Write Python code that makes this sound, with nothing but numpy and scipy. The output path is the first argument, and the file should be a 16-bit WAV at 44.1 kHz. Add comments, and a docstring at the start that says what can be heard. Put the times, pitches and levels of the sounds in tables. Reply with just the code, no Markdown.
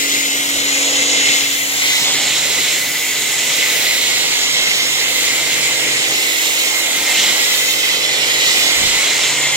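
"""A pressure washer lays foam on a car outdoors, close to a hand-held microphone with two openings (ports).
From the start the sweeping nozzle hisses, with gliding echoes off paving and door; mist fizzes, foam
drums on the car, a three-piston pump hums a little way off and moving air rumbles faintly.
From about 0.7 to 2.7 s the spray makes window and door ring. Near 8 s the nozzle is closest to the door
and a panel rings again. Near 8.9 s a puff of air hits the microphone, and one last ring follows."""
import sys
import numpy as np
from scipy import signal
from scipy.fft import rfft, irfft, next_fast_len
from scipy.io import wavfile
from scipy.ndimage import uniform_filter1d, map_coordinates

SR = 44100
rng = np.random.default_rng(int(sys.argv[2]) if len(sys.argv) > 2 else 0)


def generate_wav(signal):
    """Clip the signal to [-1, 1] and save it as 16-bit WAV at the path in sys.argv[1]."""
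    frames = np.transpose(np.atleast_2d(signal))
    scaled = np.clip(frames, -1, 1) * 32767
    pcm = np.round(scaled).astype(np.int16)
    wavfile.write(sys.argv[1], SR, pcm)


N = 421596


def amp(db):
    """Turn decibels into a number to multiply by."""
    return 10 ** (np.asarray(db) / 20)


def unit(x):
    """Scale a sound to an average strength (rms) of 1."""
    return x / np.sqrt(np.mean(x ** 2) + 1e-20)


def at_pitch(rows, hz):
    """Read between the rows of a (pitch_hz, value) table, on a log pitch scale."""
    pitches, values = np.transpose(rows)
    return np.interp(np.log(hz + 1), np.log(pitches + 1), values)


def curves(rows):
    """Turn each column after time_s into one value per sample."""
    times, *columns = np.transpose(rows)
    return [np.interp(np.arange(N) / SR, times, column) for column in columns]


def wobble(rate_hz):
    """A smooth curve through rate_hz random points a second."""
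    points = rng.standard_normal(int(N * rate_hz / SR) + 4)
    return map_coordinates(points, [np.arange(N) * rate_hz / SR])


def filtered(x, response):
    """Multiply each pitch in x by response(hz)."""
    size = next_fast_len(N + SR // 4)
    return irfft(rfft(x, size) * response(np.fft.rfftfreq(size, 1 / SR)), size)[..., :N]


def delayed(x, ms):
    """Send x along a path whose travel time changes."""
    return map_coordinates(x, [np.arange(N) - ms * SR / 1000], mode="mirror")


def eddies(patchy_db, channels=2):
    """White noise whose strength wanders in patches of time and pitch."""
    spectrum = signal.stft(rng.standard_normal((channels, N)), nperseg=512)[2]
    patches = uniform_filter1d(rng.standard_normal(spectrum.shape), size=7, axis=1)
    patches = uniform_filter1d(patches, size=10, axis=2)
    return unit(signal.istft(spectrum * amp(patchy_db * unit(patches)), nperseg=512)[1][:, :N])


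def rush(colour, alike, patchy_db):
    """Stereo noise shaped by a colour table; alike is the share common to both ports."""
    noise = eddies(patchy_db, channels=3)
    pair = np.sqrt(alike) * noise[0] + np.sqrt(1 - alike) * noise[1:]
    return unit(filtered(pair, lambda hz: amp(at_pitch(colour, hz))))


# The nozzle's direction, as how much later the left port hears it: time_s, lag_ms
LEFT_LAG = [(0, -.39), (.85, -.295), (1.4, -.33), (1.8, -.26), (2.25, 0), (2.47, .055), (3.1, -.025),
            (4.05, .07), (4.75, .16), (5.5, .055), (6.43, .25), (7.15, .005), (7.65, .165), (8.4, .23),
            (9.05, .04), (9.56, -.065)]
# How much later the two echoes arrive: time_s, paving_ms, door_ms
ECHO_DELAYS = [(0, 4.2, 2.8), (1.3, 3.5, 2.85), (2.1, 4.05, 2.8), (3.6, 4, 2.4), (5.6, 4.4, 2.6),
               (6.6, 3.65, 2.7), (7.2, 3.8, 2.15), (7.55, 3.5, 1.74), (7.9, 3.36, 1.61), (8.15, 3.38, 1.53),
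               (8.6, 3.6, 1.75), (9.2, 4.3, 2.6), (9.56, 4.25, 2.8)]
def nozzle(paving_lag_ms=-0.052):
    """Nozzle noise arrives straight and bounces off paving and door; a nearer surface echoes louder."""
    source = eddies(patchy_db=1.22, channels=1)[0]
    (lag_ms,), (paving_ms, door_ms) = curves(LEFT_LAG), curves(ECHO_DELAYS)
    paving_gain = amp(-4.5 - 5 * (paving_ms - 3.42))  # 5 dB weaker per extra ms of travel
    door_gain = amp(-4.5 - 12 * (door_ms - 1.47))
    ports = []
    for side in (.5, -.5):  # left, right
        straight = delayed(source, side * lag_ms)
        off_paving = paving_gain * delayed(source, paving_ms + side * paving_lag_ms)
        off_door = door_gain * delayed(source, door_ms + 2 * side * lag_ms)
        ports.append(straight + off_paving + off_door)
    return np.array(ports) / np.sqrt(1 + paving_gain ** 2 + door_gain ** 2)


# The jet's colour (how strong each pitch is) at each port: pitch_hz, level_db
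LEFT_COLOUR = [(400, -39), (1000, -26), (1600, -13.5), (2500, -5.5), (3100, 2.5), (4050, 2), (4700, -1),
               (5450, -1), (6050, -2), (6850, 3.5), (7600, -8), (8400, -11.5), (9200, -27), (12000, -47)]
RIGHT_COLOUR = [(400, -35), (1000, -29), (1600, -14), (2500, -4), (3100, 5.5), (4100, 6), (4750, -1.5),
                (5450, 3), (6050, -4.5), (6850, -2.5), (7600, 1.5), (8400, -7), (9500, -12.5), (12000, -25)]
# One narrow peak in the hiss: pitch_hz, width_hz, boost_db
HISS_PEAK = (2073, 316, 11.4)
# How far the wave at the left port runs ahead of the right: pitch_hz, lead_radians
LEFT_LEAD = [(1000, 0), (1600, -.45), (2500, -.3), (3500, .1), (4500, .25), (5700, 1), (6500, 0),
             (7300, -.85), (8000, 0)]
def port_colour(hz):
    """The two ports resonate differently, so each gives the hiss its own colour and timing."""
    centre_hz, width_hz, boost_db = HISS_PEAK
    peak_db = boost_db / (1 + (2 * (hz - centre_hz) / width_hz) ** 2)
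    colour_db = np.array([at_pitch(LEFT_COLOUR, hz), at_pitch(RIGHT_COLOUR, hz)])
    phase = np.outer([.5, -.5], at_pitch(LEFT_LEAD, hz))
    return amp(colour_db + peak_db) * np.exp(1j * phase)


# How the noise is split before the fan's width is applied: pitch_hz, nozzle_power_share
NOZZLE_SHARE = [(1000, 0.39), (2100, 0.75), (3800, 0.61), (5000, 0.47), (6100, 0.48), (7100, 0.4),
                (8200, 0.18), (12000, 0.054)]
# How widely the fan of foam opens toward the microphone: time_s, fan_gain_db
FAN_SPREAD = [(0, -3), (.85, -3.5), (1.35, -2), (2.4, -4), (3.3, 0.5), (4.6, -4), (5.8, 2), (6.6, -0.5),
              (7.9, -3), (9.56, -1)]
def spray_noise():
    """The small nozzle and its wide fan of foam sound together, at about steady total power."""
    fan_gain = amp(curves(FAN_SPREAD)[0])
    point = filtered(nozzle(), lambda hz: np.sqrt(at_pitch(NOZZLE_SHARE, hz)))
    fan = filtered(eddies(patchy_db=2.03), lambda hz: np.sqrt(1 - at_pitch(NOZZLE_SHARE, hz)))
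    blend = (point + fan_gain * fan) / np.sqrt((2 + fan_gain ** 2) / 3)
    return filtered(blend, port_colour)


# How the jet's strength rises and falls as the fan turns: time_s, hiss_db, sizzle_db
JET_STRENGTH = [(0.0, -16.5, -21), (0.42, -18.5, -21), (1.33, -13.8, -19.5), (1.63, -20.5, -23),
                (1.87, -15, -20.5), (2.73, -16.5, -19), (2.89, -21, -24.5), (3.41, -19.5, -20.5),
                (3.55, -16.0, -20.7), (4.66, -14.5, -22.5), (5.7, -18, -21.5), (6.04, -17.5, -22.5),
                (7.07, -17.5, -21), (7.19, -14.5, -19), (8.05, -16, -23.5), (8.58, -13, -20.2),
                (9.08, -15.5, -19), (9.56, -17.5, -22)]
def jet(roar_top_hz=2687, hiss_top_hz=6460, pan_db_per_ms=-6.5):
    """The spray makes a low roar, a hiss and a high sizzle, louder at the port facing the nozzle."""
    hiss_db, sizzle_db = curves(JET_STRENGTH)
    (spread_db,), (lag_ms,) = curves(FAN_SPREAD), curves(LEFT_LAG)
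    spray = spray_noise()
    low = filtered(spray, lambda hz: 1 / (1 + (hz / roar_top_hz) ** 16))
    low_and_mid = filtered(spray, lambda hz: 1 / (1 + (hz / hiss_top_hz) ** 16))
    # A stronger hiss or a wider fan roars more.
    roar_db = -21 + .85 * (hiss_db - hiss_db.mean()) + .75 * (spread_db - spread_db.mean())
    roar = amp(roar_db + 0.41 * wobble(9) + 0.52 * wobble(26)) * unit(low)
    hiss = amp(hiss_db - 3.0 + 0.67 * wobble(30)) * unit(low_and_mid - low)
    beam_db = np.outer([-.5, .5], .6 * (sizzle_db - sizzle_db.mean()))  # sizzle aims at the right port
    sizzle = amp(sizzle_db + beam_db - 1.27 + 0.48 * wobble(30)) * unit(spray - low_and_mid)
    lean_db = np.outer([.5, -.5], pan_db_per_ms * lag_ms)
    return (roar + hiss + sizzle) * amp(lean_db)


# The beam of fine mist sweeping past the microphone: time_s, level_db
MIST_BEAM = [(0.0, -25), (1.2, -33.5), (1.37, -26), (1.91, -26.5), (2.17, -31.5), (3.03, -25.0),
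             (3.39, -29.9), (3.73, -24.5), (4.5, -32.5), (5.02, -29), (5.18, -27), (5.98, -32.0),
             (6.31, -26.5), (7.17, -27.5), (7.69, -25.6), (8.15, -36), (8.62, -27.5), (9.56, -37.5)]
# The colour of its fizz: pitch_hz, level_db
FIZZ_COLOUR = [(6000, -40), (8500, -0.5), (10000, -0.5), (12000, 0), (14000, 0.5), (15700, -3.5)]
def mist(tilt_db_per_db=0.8, edge_hz=12500):
    """Countless tiny droplets fizz at each port; away from the beam the highest pitches fade first."""
    (beam_db,), (lag_ms,) = curves(MIST_BEAM), curves(LEFT_LAG)
    left_minus_right_db = -6 - 9 * lag_ms + 0.56 * (beam_db - beam_db.mean())
    level_db = beam_db + np.outer([.5, -.5], left_minus_right_db)
    fizz = rush(FIZZ_COLOUR, alike=.03, patchy_db=0.7)
    low = filtered(fizz, lambda hz: 1 / (1 + (hz / edge_hz) ** 10))
    tilt_db = tilt_db_per_db * (level_db - level_db.mean(axis=1, keepdims=True))
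    tilted = amp(-tilt_db / 2) * low + amp(tilt_db / 2) * (fizz - low)
    flutter_db = .7 * wobble(30) + .5 * wobble(9)
    return amp(level_db + flutter_db + 1.15) * tilted


# How hard the foam lands on the car: time_s, drum_db, wash_db
FOAM_STRENGTH = [(0.0, -36.5, -34), (1.3, -31.5, -30), (1.55, -39.5, -34), (2.05, -31.5, -30.4),
                 (2.99, -35.5, -35.0), (3.63, -33, -33), (6.15, -33.5, -33.0), (6.41, -35.5, -33.0),
                 (7.31, -32.5, -29.5), (7.63, -37.5, -32.5), (8.3, -32.5, -29.5), (9.56, -32.5, -29.5)]
# The colours of the drumming and of the wet wash: pitch_hz, level_db
DRUM_COLOUR = [(30, -47), (70, -30), (120, -6.5), (170, -9), (200, -4), (300, -2), (480, 0.5), (620, -5.5),
               (800, -7.5), (1300, -21), (3000, -60)]
WASH_COLOUR = [(150, -45), (550, -3), (800, -0.5), (1100, -3), (1500, -3.5), (2000, -26), (4000, -24),
               (8000, -60)]
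def foam_landing():
    """Foam drums on the hollow panels and washes over the wet paint where the nozzle points."""
    (drum_db, wash_db), (lag_ms,) = curves(FOAM_STRENGTH), curves(LEFT_LAG)
    drum = amp(drum_db - 1.28) * rush(DRUM_COLOUR, alike=0.52, patchy_db=2.5)
    left, right = amp(wash_db - 0.3) * rush(WASH_COLOUR, alike=0.46, patchy_db=2.0)
    return drum + np.array([delayed(left, lag_ms / 2), delayed(right, -lag_ms / 2)])


# The pistons' low tone, three strokes a turn: time_s, level_db
PISTON_LEVEL = [(0, -55.5), (2.1, -46), (3, -49.5), (4.9, -50), (5.8, -43.5), (6.6, -59.5), (8.2, -46.5),
                (8.8, -52.5), (9.56, -40)]
# The pump's higher tones: multiple_of_shaft_speed, level_db
OVERTONES = [(7, -47.5), (9, -46), (10, -48.5), (11, -44.5), (12, -52.5), (13, -49), (15, -55)]
# What is added to all those higher tones as the microphone moves: time_s, gain_db
OVERTONE_GAIN = [(0, 1), (.4, -2), (1.15, 8), (1.8, -11), (3.1, -3), (4.9, -1.5), (5.8, 4), (6.6, 1),
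                 (8.3, 5), (9.56, 0.5)]
def pump(shaft_hz=46.67, swell_db=2, leave_s=1.8, fade_s=.25):
    """Three pistons hum; each tone swells and fades as the microphone passes its loud and quiet spots."""
    t = np.arange(N) / SR
    turns = np.cumsum(shaft_hz * (1 + 0.00099 * wobble(5))) / SR
    tone = lambda multiple: np.sqrt(2) * np.sin(2 * np.pi * (multiple * turns + rng.random()))
    (piston_db,), (gain_db,) = curves(PISTON_LEVEL), curves(OVERTONE_GAIN)
    at_first_spot = (1 - np.tanh((t - leave_s) / fade_s / 2)) / 2  # 1 falls to 0 as the microphone leaves
    strokes = amp(piston_db + 0.55 * wobble(5)) * tone(3)
    octave = amp(-45 + 11.5 * at_first_spot + .8 * wobble(3.08)) * tone(6)
    overtones = sum(amp(db + gain_db + swell_db * wobble(1.603)) * tone(k) for k, db in OVERTONES)
    return strokes + octave + overtones


# The colour of air rumbling over the ports: pitch_hz, level_db
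RUMBLE_COLOUR = [(10, -9), (30, -2), (60, -4), (100, -3.5), (200, -8), (600, -50)]
def draught(puff_middle_s=8.86, puff_length_s=0.21, puff_boost_db=15):
    """Air dragged along by the spray buffets the ports lightly, once in a short puff."""
    puff = np.exp(-(2 * (np.arange(N) / SR - puff_middle_s) / puff_length_s) ** 4)
    level_db = -51.5 + puff_boost_db * puff + 2.1 * wobble(15)
    port_gain = amp([[1.5], [-2]])  # left, right
    return amp(level_db) * port_gain * rush(RUMBLE_COLOUR, alike=0.16, patchy_db=2.5)


# Panels ringing under the full jet: start_s, end_s, pitch_hz, width_hz, level_db
PANEL_RINGS = [(0.94, 1.7, 3930, 300, -37), (.72, 1.13, 516, 100, -37.5), (0.716, 1.34, 6800, 600, -23.5),
               (1.8, 2.66, 4000, 290, -33), (8.02, 8.54, 370, 130, -44), (9.15, 9.6, 990, 200, -39)]
def ringing_panels(fade_s=0.063):
    """Window and door ring with a narrow band of noise for as long as the spray stays on them."""
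    t, sound = np.arange(N) / SR, np.zeros((2, N))
    for start_s, end_s, pitch_hz, width_hz, level_db in PANEL_RINGS:
        resonance = lambda hz: 1 / (1 + (2 * (hz - pitch_hz) / width_hz) ** 2)
        sprayed = np.clip(np.minimum(t - start_s, end_s - t) / fade_s + .5, 0, 1)
        sound += amp(level_db) * sprayed * unit(filtered(rng.standard_normal(N), resonance))
    return sound


def scene():
    """Add up all the sounds at the two ports."""
    return jet() + mist() + foam_landing() + pump() + draught() + ringing_panels()


def record(dry):
    """Round off the rare highest peaks and cut away the very highest pitches."""
    ceiling, top_hz = .95, 15800
    rounded = dry / (1 + np.abs(dry / ceiling) ** 8) ** (1 / 8)
    return filtered(rounded, lambda hz: hz < top_hz)


dry = scene()
out = record(dry)
generate_wav(out)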